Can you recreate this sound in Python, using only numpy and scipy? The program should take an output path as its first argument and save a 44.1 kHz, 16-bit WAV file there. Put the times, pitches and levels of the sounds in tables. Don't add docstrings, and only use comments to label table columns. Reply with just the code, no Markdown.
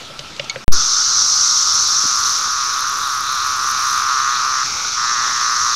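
import sys
import numpy as np
from scipy import signal
from scipy.fft import rfft, irfft, next_fast_len
from scipy.io import wavfile
from scipy.ndimage import uniform_filter1d, map_coordinates

SR = 44100
rng = np.random.default_rng(int(sys.argv[2]) if len(sys.argv) > 2 else 0)


def nominal_scale(level):
    x = np.asarray(level, float) / 20
    return 10 ** x


def transcribe(u):
    v = np.clip(np.atleast_2d(u).T, -1, 1)
    q = np.round(v * 32767).astype(np.int16)
    wavfile.write(sys.argv[1], SR, q)


N = 253575
MUTE, STEP, RESUME = .6435, .68003, .7185
LOUD_DB = -20


def held_cicada(first_hz=1680, last_hz=1035, count=8):
    # time in seconds, strokes a second.
    stroke_rate = [(0, 128), (1.1, 126), (1.4, 131), (2.1, 134), (2.4, 132), (3.2, 136.5), (3.5, 133),
                   (4.4, 131), (4.7, 132), (4.9, 120.5), (5.75, 119.5)]
    # centre in Hz, width in Hz, level in dB.
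    belly = [(1277, 702, 0)]
    onset = [(1838, 900, 0)]
    overtone = [(2155, 1230, 17), (3760, 440, -1.5)]
    sizzle = [(8720, 560, -1.5), (10120, 1070, -1.5), (11440, 1900, -3.5), (13900, 1500, -8.5)]
    first_rib = [(3700, 900, 0), (7500, 1500, -5), (11300, 2500, 0), (13600, 2200, 0)]
    belly_db, onset_db, overtone_db, sizzle_db = grip()

    turns = np.cumsum(curves(stroke_rate)[0] * (1 + .012 * wobble(12))) / SR
    stroke = np.arange(int(turns[-1]))
    luck = rng.standard_normal((len(stroke), 3 + 2 * count))
    rib_luck, force_luck = luck[:, 3:3 + count], luck[:, 3 + count:]
    right = (stroke % 2)[:, None]
    start = np.interp(stroke, turns, np.arange(N) / SR)[:, None]
    start = start + .00012 * luck[:, :1] + .0003 * right
    rib = np.linspace(0, 1, count)
    pace = first_hz + (last_hz - first_hz) * rib ** 0.71
    pace = pace * (1 + 0.029 * luck[:, 1:2] + 0.028 * right)
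    s = start + np.cumsum((1 + .012 * rib_luck) / pace, axis=1)

    force = nominal_scale(1.1 * luck[:, 2:3] + 1.2 * force_luck - 2.2 * right)
    push = pulses(s, force * np.sin(np.pi * (0.086 + 0.59 * rib)))
    early = pulses(s, force * nominal_scale(-14 * rib))
    early = early + nominal_scale(-6) * pulses(s[:, -1] - .0003, force[:, -1])
    edge = pulses(s, force * nominal_scale(2.3 * rib_luck) * np.where(right, nominal_scale(-5), 1))
    tick = pulses(s[1::2, 0] + .0006, force[1::2, 0] * nominal_scale(3 * luck[1::2, -1]))

    sound = nominal_scale(belly_db - 0.86) * unit(filtered(push, resonances(belly, order=3)))
    sound += nominal_scale(onset_db - 4.0) * unit(filtered(early, resonances(onset, order=4)))
    sound += nominal_scale(overtone_db - 5.0) * unit(filtered(push, resonances(overtone, order=3)))
    sound += nominal_scale(sizzle_db - 2.5) * unit(filtered(edge, resonances(sizzle, order=2)))
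    tick_db = sizzle_db - 14 + 2.5 * wobble(4)
    sound += nominal_scale(tick_db) * unit(filtered(tick, resonances(first_rib, order=2)))
    hiss = rush([(7000, 3), (9000, -5), (12000, -13), (14500, -10), (15800, -10)], patchy_db=1.0, grain_db=2)
    sound += nominal_scale(sizzle_db - 9.5) * hiss
    return sound + snaps(s[1::2, 0])


def snaps(stroke_s):
    # time in seconds, peak in dB.
    strong = [(1.7422, -21), (1.817, -27), (1.8769, -23), (1.9228, -26), (2.0734, -26), (2.1607, -25),
              (2.1897, -24), (2.2041, -22), (2.2643, -22), (2.3259, -23), (2.3867, -21), (2.4311, -25),
              (2.5073, -25), (2.5219, -24), (2.6426, -24), (2.7339, -24), (2.7918, -21), (2.8063, -20),
              (2.8961, -21), (2.985, -24), (3.0747, -24), (3.148, -23), (3.2063, -19), (3.3224, -20),
              (3.3515, -22), (3.4713, -22), (3.5635, -23), (3.6978, -22), (3.7122, -17), (3.9081, -21)]
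    share, from_s, to_s, faint_db = .15, 1.5, 4.25, -27
    luck = rng.random((len(stroke_s), 2))
    faint = (luck[:, 0] < share) * (stroke_s > from_s) * (stroke_s < to_s)
    s, db = np.transpose(strong)
    blows = pulses(s + .0006, nominal_scale(db))
    blows = blows + pulses(stroke_s, faint * nominal_scale(faint_db + 5 * (luck[:, 1] - 4.0)))
    ring = ping(0, 0, db=3.0, hz=10900, t60=0.0035)
    ring = ping(ring, 0, db=1.0, hz=11900, t60=0.0027)
    ring = ping(ring, 0, db=-5, hz=9850, t60=0.003)
    ring = ping(ring, 0, db=-13, hz=13400, t60=0.002)
    return signal.fftconvolve(blows, ring[:SR // 50])[:N]


def grip():
    # time in seconds, loudness in dB, sizzle of the facing drum in dB.
    hand = [(.72, -29, -45), (.84, -29, -46), (1.07, -29, -47), (1.43, -28, -43.5), (1.9, -27, -41.5),
            (2.2, -22, -39.5), (2.36, -24.5, -41.5), (2.6, -22, -42), (3.55, -20.5, -40.5),
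            (3.7, -19.5, -38.5), (3.93, -18.5, -38), (4.04, -19, -41.5), (4.1, -17, -42),
            (4.6, -18.5, -43.5), (5.0, -19.5, -48.5), (5.55, -19.5, -44.5), (5.75, -18, -46)]
    muffle_db, choke_in_db, choke_out_db, scrape_db = -9.5, -12, -6, 2
    onset_base_db, onset_grows, onset_freed_db = -32.5, 1.45, 5
    over_base_db, over_grows, over_freed_db = -32.5, 1.2, -0.5
    flutter_db, onset_lag_s = 2, .03
    loud_db, facing_db = curves(hand)
    held, freed, shift_in, shift_out = squeeze()
    belly_db = loud_db + muffle_db * held + choke_in_db * shift_in + choke_out_db * shift_out
    late = np.roll(held, round(onset_lag_s * SR)) * held
    onset_effort = loud_db + muffle_db * late - LOUD_DB
    onset_db = onset_base_db + onset_grows * onset_effort + onset_freed_db * freed
    overtone_db = over_base_db + over_grows * (loud_db - LOUD_DB) + over_freed_db * freed + scrape_db * held
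    onset_db = onset_db + flutter_db * (1 - held) * wobble(9)
    overtone_db = overtone_db + flutter_db * (1 - held) * wobble(9)
    return belly_db + 0.53 * wobble(15), onset_db, overtone_db, facing_db + 0.8 * wobble(8.3)


def squeeze():
    squeeze_s, release_s, shift_s = 4.638, 4.965, 0.018
    t = np.arange(N) / SR
    freed = np.clip((t - release_s) / shift_s + .5, 0, 1)
    held = np.clip((t - squeeze_s) / shift_s + .5, 0, 1) - freed
    shift_in = np.exp(-((t - squeeze_s - 1.3 * shift_s) / (.45 * shift_s)) ** 2)
    shift_out = np.exp(-((t - release_s + 1.2 * shift_s) / (0.49 * shift_s)) ** 2)
    return held, freed, shift_in, shift_out


def chorus():
    # time in seconds, level in dB.
    swelling = [(.72, -18.5), (.74, -16.5), (.9, -16), (1.31, -14.5), (1.42, -14), (1.64, -14.5),
                (2.37, -18), (2.4, -21), (3.13, -25.5), (3.3, -25.5), (3.75, -23), (4.04, -23.5),
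                (4.5, -23.5), (4.8, -23), (5.68, -20), (5.75, -19.5)]
    # frequency in Hz, level in dB per Hz.
    whine = [(2590, -42), (4400, -7), (4660, -8.5), (5560, 0), (6120, 0), (6530, -5.5), (7570, -21),
             (9000, -32), (11700, -36), (19800, -120)]
    rasp = [(1790, -30), (3050, -10.5), (3200, -10), (3570, -1), (4030, 1), (4750, -5.5), (5200, -8),
            (6760, -11), (11400, -120)]
    hum = [(700, -33), (1000, -11), (1250, 4), (1430, 5), (1600, -4.5), (2600, -31)]
    rasp_base_db, rasp_grows, rasp_drift_db = -28.5, 0.26, 0.5
    whine_db, = curves(swelling)
    rasp_db = rasp_base_db + rasp_grows * (whine_db - LOUD_DB)
    rasp_db = rasp_db + rasp_drift_db * (np.arange(N) / SR - 3) + 0.55 * wobble(6)
    swell = 0.25 * wobble(14)
    sound = nominal_scale(whine_db + swell) * rush(whine, patchy_db=0.63, grain_db=0.5)
    sound += nominal_scale(rasp_db - 0.64 + swell) * rush(rasp, patchy_db=-2.0, grain_db=1.5)
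    sound += nominal_scale(-31.5) * rush(hum, patchy_db=2.0)
    leaves = rush([(1500, -3), (2100, 9.0), (2900, 2.5), (3400, -6)], patchy_db=-1.0)
    return sound + nominal_scale(-44) * leaves


def verge():
    # frequency in Hz, level in dB per Hz.
    open_air = [(12, -42), (20, -2), (27, -27), (70, -5.5), (286, -15), (363, -13), (634, -15.5),
                (900, -6.5), (1170, -8), (1980, -120)]
    # start in seconds, level in dB, frequency in Hz.
    bumps = [
        (2.037, -30, 484),
        (2.038, -28, 200),
        (2.05, -19.5, 260),
        (2.051, -22, 150),
    ]
    handling_db, hiss_db, hiss_s = 2, -29, .008
    gusts = .7 * wobble(5) + handling_db * squeeze()[0]
    sound = nominal_scale(-41.0 + gusts) * rush(open_air, patchy_db=1.13)
    sound += nominal_scale(-28) * crack(RESUME, hz=170, t60=.45, spread=4)
    rustle = np.exp(-((np.arange(N) / SR - RESUME - .006) / hiss_s) ** 2)
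    bright = rush([(7500, -20), (9500, -3), (11500, 0), (13500, -4), (15500, -12)], patchy_db=3.0)
    sound += nominal_scale(hiss_db) * rustle * bright
    for at, db, hz in bumps:
        sound = ping(sound, at, db, hz, t60=.035, attack=.002)
    return sound


def road():
    # frequency in Hz, level in dB per Hz.
    woods = [(35, -32), (60, -9), (145, -4.5), (403, -10), (599, -9.5), (829, -10), (1070, -8.5),
             (1290, -7), (1960, -12.5), (2590, -9.5), (3120, -10), (3420, -7.5), (6120, -13.5), (8090, -25),
             (15500, -40.5)]
    # time in seconds, level in dB.
    woods_level = [(0.0, -36), (0.64, -36)]
    # start in seconds, peak in dB, hollow knock in dB, knock in Hz, click in Hz.
    clicks = [
        (0.1044, -41, -2.5, 580, 4300),
        (0.192, -25.5, -18.5, 496, 4030),
        (0.1976, -37, -7.5, 587, 3570),
        (0.3646, -32, -26, 540, 4220),
        (0.396, -17, -13.5, 570, 3100),
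        (0.444, -33, -33, 581, 4400),
        (0.559, -24, -8, 532, 2300),
    ]
    # start in seconds, peak in dB, rattle in dB.
    clinks = [
        (0.4968, -7.5, 3.5),
        (0.503, -25, 17),
    ]
    # frequency in Hz, level in dB, seconds to fade by 60 dB.
    metal = [(2230, 0.5, 0.068), (4370, -2.5, 0.046), (4880, -16, .03), (3420, -12, .03), (6570, 5, 0.021),
             (8800, -17, 0.016)]
    thud_db, thud_grows, click_t60 = -14.5, .45, 0.024
    sound = nominal_scale(curves(woods_level)[0] + 0.5) * rush(woods, patchy_db=2.0)
    drone = rush([(1150, -30), (1270, 1), (1350, 4), (1450, -13), (1600, -25)], patchy_db=1.5)
    sound += nominal_scale(-45) * drone
    for at, db, hollow_db, knock_hz, click_hz in clicks:
        knock_db = db + hollow_db
        sound = ping(sound, at + 0.0015, knock_db + 16.0, knock_hz, t60=.045, attack=0.0015)
        sound = ping(sound, at, knock_db + 5.0, knock_hz * 1.2, t60=0.029, attack=.0015)
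        sound = ping(sound, at, thud_db + thud_grows * knock_db, hz=135, t60=0.14, attack=.004)
        sound += nominal_scale(db + 10.0) * crack(at, click_hz, click_t60)
    sound = ping(sound, 0.166, db=-35, hz=36, t60=.3, attack=0.02)
    for at, db, rattle_db in clinks:
        sound += nominal_scale(db + rattle_db - 9.5) * crack(at, hz=3900, t60=0.035, spread=0.61)
        for hz, level_db, t60 in metal:
            sound = ping(sound, at, db + level_db - 9.5, hz, t60, attack=0.00046)
    return sound


def crack(s, hz, t60, spread=1.3):
    t = np.arange(N) / SR - s
    burst = rng.standard_normal(N) * (t > 0) * nominal_scale(-60 * np.maximum(t, 0) / t60)
    burst[round(s * SR) + 1] = 4
    burst = filtered(burst, resonances([(hz, spread * hz, 0)], order=4))
    burst = filtered(burst, lambda f: 1 / (1 + (f / (1.8 * hz + 500)) ** 6))
    return burst / np.abs(burst).max()


def ping(x, s, db, hz, t60, attack=0.00013):
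    t = np.maximum(np.arange(N) / SR - s, 0)
    return x + nominal_scale(db - 60 * t / t60) * np.sin(2 * np.pi * hz * t) * (1 - np.exp(-t / attack))


def rush(spectrum, patchy_db, grain_db=0):
    noise = rng.standard_normal(N) * nominal_scale(grain_db * wobble(700))
    z = signal.stft(noise, nperseg=256)[2]
    field = uniform_filter1d(rng.standard_normal(z.shape), 5, 0)
    field = uniform_filter1d(field, 24, 1)
    x = signal.istft(z * nominal_scale(patchy_db * unit(field)), nperseg=256)[1][:N]
    hz, db = np.transpose(spectrum)
    return unit(filtered(x, lambda f: nominal_scale(np.interp(np.log(f + 1), np.log(hz), db, -120, -120))))


def pulses(s, size):
    at = s.reshape(-1, 1) * SR
    k = np.floor(at) + np.arange(-7, 9)
    shape = np.sinc(k - at) * np.cos(np.pi * (k - at) / 16) ** 2
    place = np.clip(k, 0, N).astype(int)
    return np.bincount(place.ravel(), (shape * size.reshape(-1, 1)).ravel(), N + 1)[:N]


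def resonances(modes, order=1):
    def response(f):
        total = 0
        for k, (c, w, db) in enumerate(modes):
            total = total + (-1) ** k * nominal_scale(db) * 1j * f * w / (c * c - f * f + 1j * f * w)
        return total ** order
    return response


def filtered(x, response):
    m = next_fast_len(N + SR // 2)
    return irfft(rfft(x, m) * response(np.fft.rfftfreq(m, 1 / SR)), m)[:N]


def wobble(rate):
    knots = rng.standard_normal(int(N * rate / SR) + 4)
    return map_coordinates(knots, [np.arange(N) * rate / SR])


def curves(rows):
    s, *cols = np.transpose(rows)
    return [np.interp(np.arange(N) / SR, s, c) for c in cols]


def unit(x):
    return x / np.sqrt(np.mean(x ** 2) + 1e-20)


def scene():
    t = np.arange(N) / SR
    before = np.clip((MUTE - t) / .0012, 0, 1)
    after = np.clip((t - RESUME) / 0.0068, 0, 1)
    close_up = held_cicada() + chorus() + verge()
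    return (before * road() + after * close_up)[None]


def low_pass(x):
    return signal.sosfilt(signal.butter(12, 16460, fs=SR, output="sos"), x)


def record(dry):
    # start in seconds, end in seconds, extra
    rail = [
        (.6815, .6878, -.11),
        (.709, .715, -.08),
    ]
    t = np.arange(N) / SR
    u = np.maximum(t - RESUME, 0)
    drain = .85 / np.cosh(np.minimum(u / .022, 50)) + .15 * np.exp(-u / .08)
    offset = -.89 * drain * (t > STEP)
    dips = sum(extra * (t > a) * (t < b) for a, b, extra in rail)
    offset += uniform_filter1d(dips, size=60)
    offset -= .004 * ((t < MUTE) | (t > RESUME))
    clipped = np.clip(dry[0] + offset, -1, 1)
    mix = filtered(clipped, lambda hz: np.clip((15850 - hz) / 150, 0, 1))
    return low_pass(mix[None])


dry = scene()
out = record(dry)
transcribe(out)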